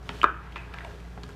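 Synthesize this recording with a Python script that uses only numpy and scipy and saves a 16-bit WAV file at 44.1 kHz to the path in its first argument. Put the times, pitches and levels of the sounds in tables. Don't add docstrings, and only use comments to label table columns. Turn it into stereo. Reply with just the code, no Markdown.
import sys
import numpy as np
from scipy import signal
from scipy.fft import rfft, irfft
from scipy.io import wavfile

SR = 44100
rng = np.random.default_rng(int(sys.argv[2]) if len(sys.argv) > 2 else 0)


def wav_out(sig):
    wavfile.write(sys.argv[1], SR, np.round(np.clip(np.atleast_2d(sig).T, -1, 1) * 32767).astype(np.int16))


N = 59535


def undb(db):
    return 10 ** (np.asarray(db) / 20)


def unit(x):
    return x / np.sqrt(np.mean(x ** 2))


def filtered(x, gain):
    hz = np.maximum(np.fft.rfftfreq(2 * N, 1 / SR), 1)
    return irfft(rfft(x, 2 * N) * gain(hz))[..., :N]


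def colour(x, points):
    hz, db = np.array(points).T
    return filtered(x, lambda f: undb(np.interp(np.log(f), np.log(hz), db)))


def curve(points):
    times, db = np.array(points).T
    return undb(np.interp(since(0), times, db))


def since(start):
    return np.maximum(np.arange(N) / SR - start, 0)


def delayed(x, seconds):
    lag = max(int(seconds * SR), 0)
    padding = [(0, 0)] * (x.ndim - 1) + [(lag, 0)]
    return np.pad(x, padding)[..., :N]


def modes(table, t):
    total = 0
    for k, (hz, db, t60) in enumerate(table):
        total = total + (-1) ** k * undb(db - 60 * t / t60) * np.sin(2 * np.pi * hz * t)
    return total


def sweep(points, width_hz):
    times, _, hz = np.array(points).T
    phase = 2 * np.pi * np.cumsum(np.interp(since(0), times, hz)) / SR
    noise = rng.standard_normal((2, N))
    a, b = unit(filtered(noise, lambda f: 1 / (1 + (f / width_hz) ** 2)))
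    return curve([row[:2] for row in points]) * (a * np.cos(phase) + b * np.sin(phase))


# f/Hz, side minus mid level/dB
SIDE_SPECTRUM = [(30, -40), (70, -45), (130, -24.5), (250, -5), (1000, -17), (2500, -6.5), (5000, 5),
                 (9000, 3.5)]


def diffuse():
    mid, side = rng.standard_normal((2, N))
    side = colour(side, SIDE_SPECTRUM)
    return np.array([mid + side, mid - side])


# f/Hz, relative level/dB per Hz
AIR_SPECTRUM = [(20, -11), (38, -4), (55, 3), (130, 3), (220, -7.5), (320, -9.5), (420, -6), (560, -17),
                (700, -16.5), (1500, -18.5), (3000, -35), (6000, -40), (13000, -46), (16000, -66)]
AIR_DB = -47


def air():
    return undb(AIR_DB) * unit(colour(diffuse(), AIR_SPECTRUM))


# f/Hz, rms level/dB
HUM_TONES = [(58.6, -44), (119, -54.5), (174, -54.5)]
HUM_WAVER = 0.051


def hum():
    out = np.zeros(N)
    for hz, db in HUM_TONES:
        noise = rng.standard_normal((2, N))
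        swell, drift = unit(filtered(noise, lambda f: np.exp(-(f / 6) ** 2)))
        phase = 2 * np.pi * (hz * since(0) + rng.random()) + HUM_WAVER * drift
        out += np.sqrt(2) * undb(db) * (1 + HUM_WAVER * swell) * np.sin(phase)
    return out


# delay t/s, level/dB before dulling
REFLECTIONS = [(.003, -16.5), (.0074, -15.5)]
# centre f/Hz, level/dB, 60 dB decay time t/s
REVERBERATION = [(155, -14, 0.41), (345, -8, 0.4), (730, -4.5, 0.26), (1170, -18.5, 0.57),
                 (1730, -2.5, 0.35), (2100, -10.5, 0.44), (2680, -7, 0.42), (4170, -14.5, 0.1),
                 (11000, -7, 0.081)]
ROOM_DELAY_S = 0.0058


def room(x):
    t, noise = since(0), diffuse()
    log_centres = np.log([row[0] for row in REVERBERATION])
    tail = 0
    for share, (_, db, t60) in zip(np.eye(len(REVERBERATION)), REVERBERATION):
        band = filtered(noise, lambda f: np.interp(np.log(f), log_centres, share))
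        fade = undb(-60 * t / t60)
        tail = tail + undb(db) * band * fade / np.linalg.norm(fade)
    dull = colour(x, [(2000, 3), (8000, -17)])
    early = sum(undb(db) * delayed(dull, lag) for lag, db in REFLECTIONS)
    late = signal.fftconvolve(x, delayed(tail, ROOM_DELAY_S), axes=1)[:, :N]
    return x + early + late


# t/s, relative level/dB
DESK_BUMPS = [(0.093, -39), (0.665, -46), (1.177, -45.5), (1.235, -43.5), (1.284, -43.5)]
# f/Hz, relative level/dB, 60 dB decay time t/s
DESK_MODES = [(178, 2.5, 0.13), (260, -5.5, 0.17), (412, -1.5, 0.081)]


def bumps():
    return sum(undb(db) * modes(DESK_MODES, since(start)) for start, db in DESK_BUMPS)


# t/s, level/dB, centre f/Hz
AIR_CUSHION = [(.82, -65, 862), (.855, -46.5, 757.6), (0.901, -52.5, 530.6), (.95, -52.5, 453),
               (1.0, -93, 400)]


def cushion():
    return sweep(AIR_CUSHION, width_hz=150)


GRAINS_PER_S, GRAIN_SPREAD_DB = 14000, 3
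PAPER_WIDTH = 0.38


def rustle(levels, spectrum):
    happens = rng.random((2, N)) < GRAINS_PER_S / SR
    size = rng.standard_normal((2, N)) * undb(GRAIN_SPREAD_DB * rng.standard_normal((2, N)))
    mid, side = unit(colour(happens * size, spectrum))
    return curve(levels) * np.array([mid + PAPER_WIDTH * side, mid - PAPER_WIDTH * side])


# t/s, mid level/dB
SLIDE_LEVELS = [(0, -61.5), (.07, -52.5), (.15, -47.5), (.21, -47), (.26, -55.5), (.45, -80), (.52, -59),
                (.7, -61), (.82, -57.5), (.9, -52), (.98, -55.5), (1.1, -57.5), (1.22, -57.5), (1.29, -53),
                (1.35, -56.5)]
# f/Hz, relative level/dB per Hz
SLIDE_SPECTRUM = [(150, -5), (400, 7), (1200, 0.5), (2200, -4), (3600, -4.5), (6000, -12), (10000, -21),
                  (15000, -27.5)]


def slide():
    return rustle(SLIDE_LEVELS, SLIDE_SPECTRUM)


# t/s, mid level/dB
SWING_LEVELS = [(0, -78), (.45, -52.5), (.53, -55), (.6, -49.5), (.69, -54), (.76, -48), (.83, -50.5),
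                (.88, -56), (.98, -63), (1.35, -80)]
# f/Hz, relative level/dB per Hz
SWING_SPECTRUM = [(150, -43), (400, -21), (800, 1.5), (1800, -1.5), (2600, -8), (3800, -15), (7000, -28.5),
                  (15000, -42)]


def swing():
    return rustle(SWING_LEVELS, SWING_SPECTRUM)


# t/s, level/dB, centre f/Hz
COIL_RASP = [(.555, -82, 2600), (.565, -42.5, 2600), (.605, -52, 2494), (.65, -56, 2450), (.7, -78, 2450)]


def rasp():
    return sweep(COIL_RASP, width_hz=120)


# f/Hz, gain at resonance/dB, 60 dB decay time t/s
COIL_MODES = [(1530, 1.5, 0.28), (1672, 0, 0.49), (2480, -9, .35), (2572, 5.5, 0.16)]


def coil(x):
    t, ring = since(0), np.zeros(N)
    for hz, db, t60 in COIL_MODES:
        peak_scale = 2 * np.log(1000) / (t60 * SR)
        ring += undb(db - 60 * t / t60) * np.sin(2 * np.pi * hz * t) * peak_scale
    return signal.fftconvolve(x, ring)[:N]


# t/s, relative level/dB, centre f/Hz, crackle decay t/s, crisp level/dB
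PAPER_TICKS = [(0.0918, -23, 3670, 0.00063, -7), (0.092, -20.5, 1080, 0.0024, -45),
               (0.2307, -23.5, 2800, 0.002, -1), (0.2442, -40, 3800, 0.00084, -27),
               (0.5224, -38, 2880, 0.006, -5.5), (0.5587, -25.5, 2450, 0.0034, -12),
               (0.5608, -23, 800, 0.0012, -37), (0.5650, -27.5, 1480, 0.0082, -36),
               (0.5791, -35, 2270, 0.0029, -27), (0.7386, -30.5, 2340, 0.0017, -8.5),
               (0.7422, -26.5, 1250, 0.0011, -28), (0.7855, -27.5, 2210, 0.0019, -17),
               (0.8066, -30, 1790, 0.0024, -16), (0.8475, -31, 2300, 0.0012, -5.5),
               (0.849, -28, 780, 0.0021, -20), (1.0015, -43, 2370, 0.0031, -4),
               (1.0508, -44, 2020, 0.0019, -23), (1.176, -28, 970, .003, -24),
               (1.2333, -32, 3520, 0.0032, 0), (1.2388, -34, 1210, 0.0015, -13),
               (1.279, -54, 2000, 0.0065, 2), (1.2900, -37.5, 1540, 0.0031, -4)]
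# f/Hz, relative level/dB per Hz
CRISP_SPECTRUM = [(500, -2), (2200, -17), (3800, 4), (7000, 2.5), (12000, -10), (16000, -19)]
TICK_CRACKLE = 0.85
TICK_Q, TICK_DB = 2.66, 0.5


def ticks():
    out, t = np.zeros(N), since(0)
    for start, db, hz, decay, crisp_db in PAPER_TICKS:
        push = TICK_CRACKLE * rng.standard_normal(N) * np.exp(-t / decay)
        push[0] = 1
        push = delayed(push / np.linalg.norm(push), start)

        def resonance(f):
            return 1 / (1 + 1j * TICK_Q * (f / hz - hz / f)) / (1 + .4j * f / hz) ** 2

        body = filtered(push, resonance)
        crisp = undb(crisp_db) * colour(push, CRISP_SPECTRUM)
        out += 4 * undb(db + TICK_DB) * (body / np.linalg.norm(body) + crisp)
    return out


FLICK_S, FLICK_RISE_S, FLICK_T60_S = .2157, 0.00059, 0.0063
FLICK_DB = -8
FLICK_FIRST_HZ, FLICK_LAST_HZ, FLICK_GLIDE_S = 2160, 3190, 0.00074


def flick():
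    t = since(FLICK_S)
    missed = (FLICK_LAST_HZ - FLICK_FIRST_HZ) * FLICK_GLIDE_S * (1 - np.exp(-t / FLICK_GLIDE_S))
    cycles = FLICK_LAST_HZ * t - missed
    decay = undb(FLICK_DB - 60 * t / FLICK_T60_S)
    rise = 1 - np.exp(-t / FLICK_RISE_S)
    return decay * rise * np.sin(2 * np.pi * cycles)


# t/s, relative level/dB
BUCKLINGS = [(0.2317, -9.5), (0.2410, 2.5)]
# f/Hz, relative level/dB, 60 dB decay time t/s
SHEET_MODES = [(364, -15, 0.026), (610, -19, 0.022), (1011, -15, 0.035), (1245, 6, 0.013),
               (1640, -9.5, 0.0067), (2094, -17.5, 0.0077), (2413, -13, 0.011), (3610, -21.5, 0.013)]
SNAP_RISE_S, SNAP_DB = 0.0012, -1.5


def snap():
    out = np.zeros(N)
    for start, db in BUCKLINGS:
        t = since(start)
        rise = 1 - np.exp(-(t / SNAP_RISE_S) ** 2)
        out += undb(db + SNAP_DB) * modes(SHEET_MODES, t) * rise
    return out


PAN_DB = 0.86


def scene():
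    blows = snap() + flick() + ticks()
    pan = undb(np.array([[PAN_DB], [-PAN_DB]]) / 2)
    near = (blows + coil(blows)) * pan
    rubbing = slide() + swing() + rasp()
    background = air() + hum()
    return room(near + bumps() + rubbing + cushion()) + background


CEILING = .99
TOP_HZ = 15000


def record(dry):
    rounded = dry / (1 + (dry / CEILING) ** 4) ** .25
    low_pass = signal.ellip(8, .2, 80, TOP_HZ, fs=SR, output="sos")
    return signal.sosfilt(low_pass, rounded)


dry = scene()
out = record(dry)
wav_out(out)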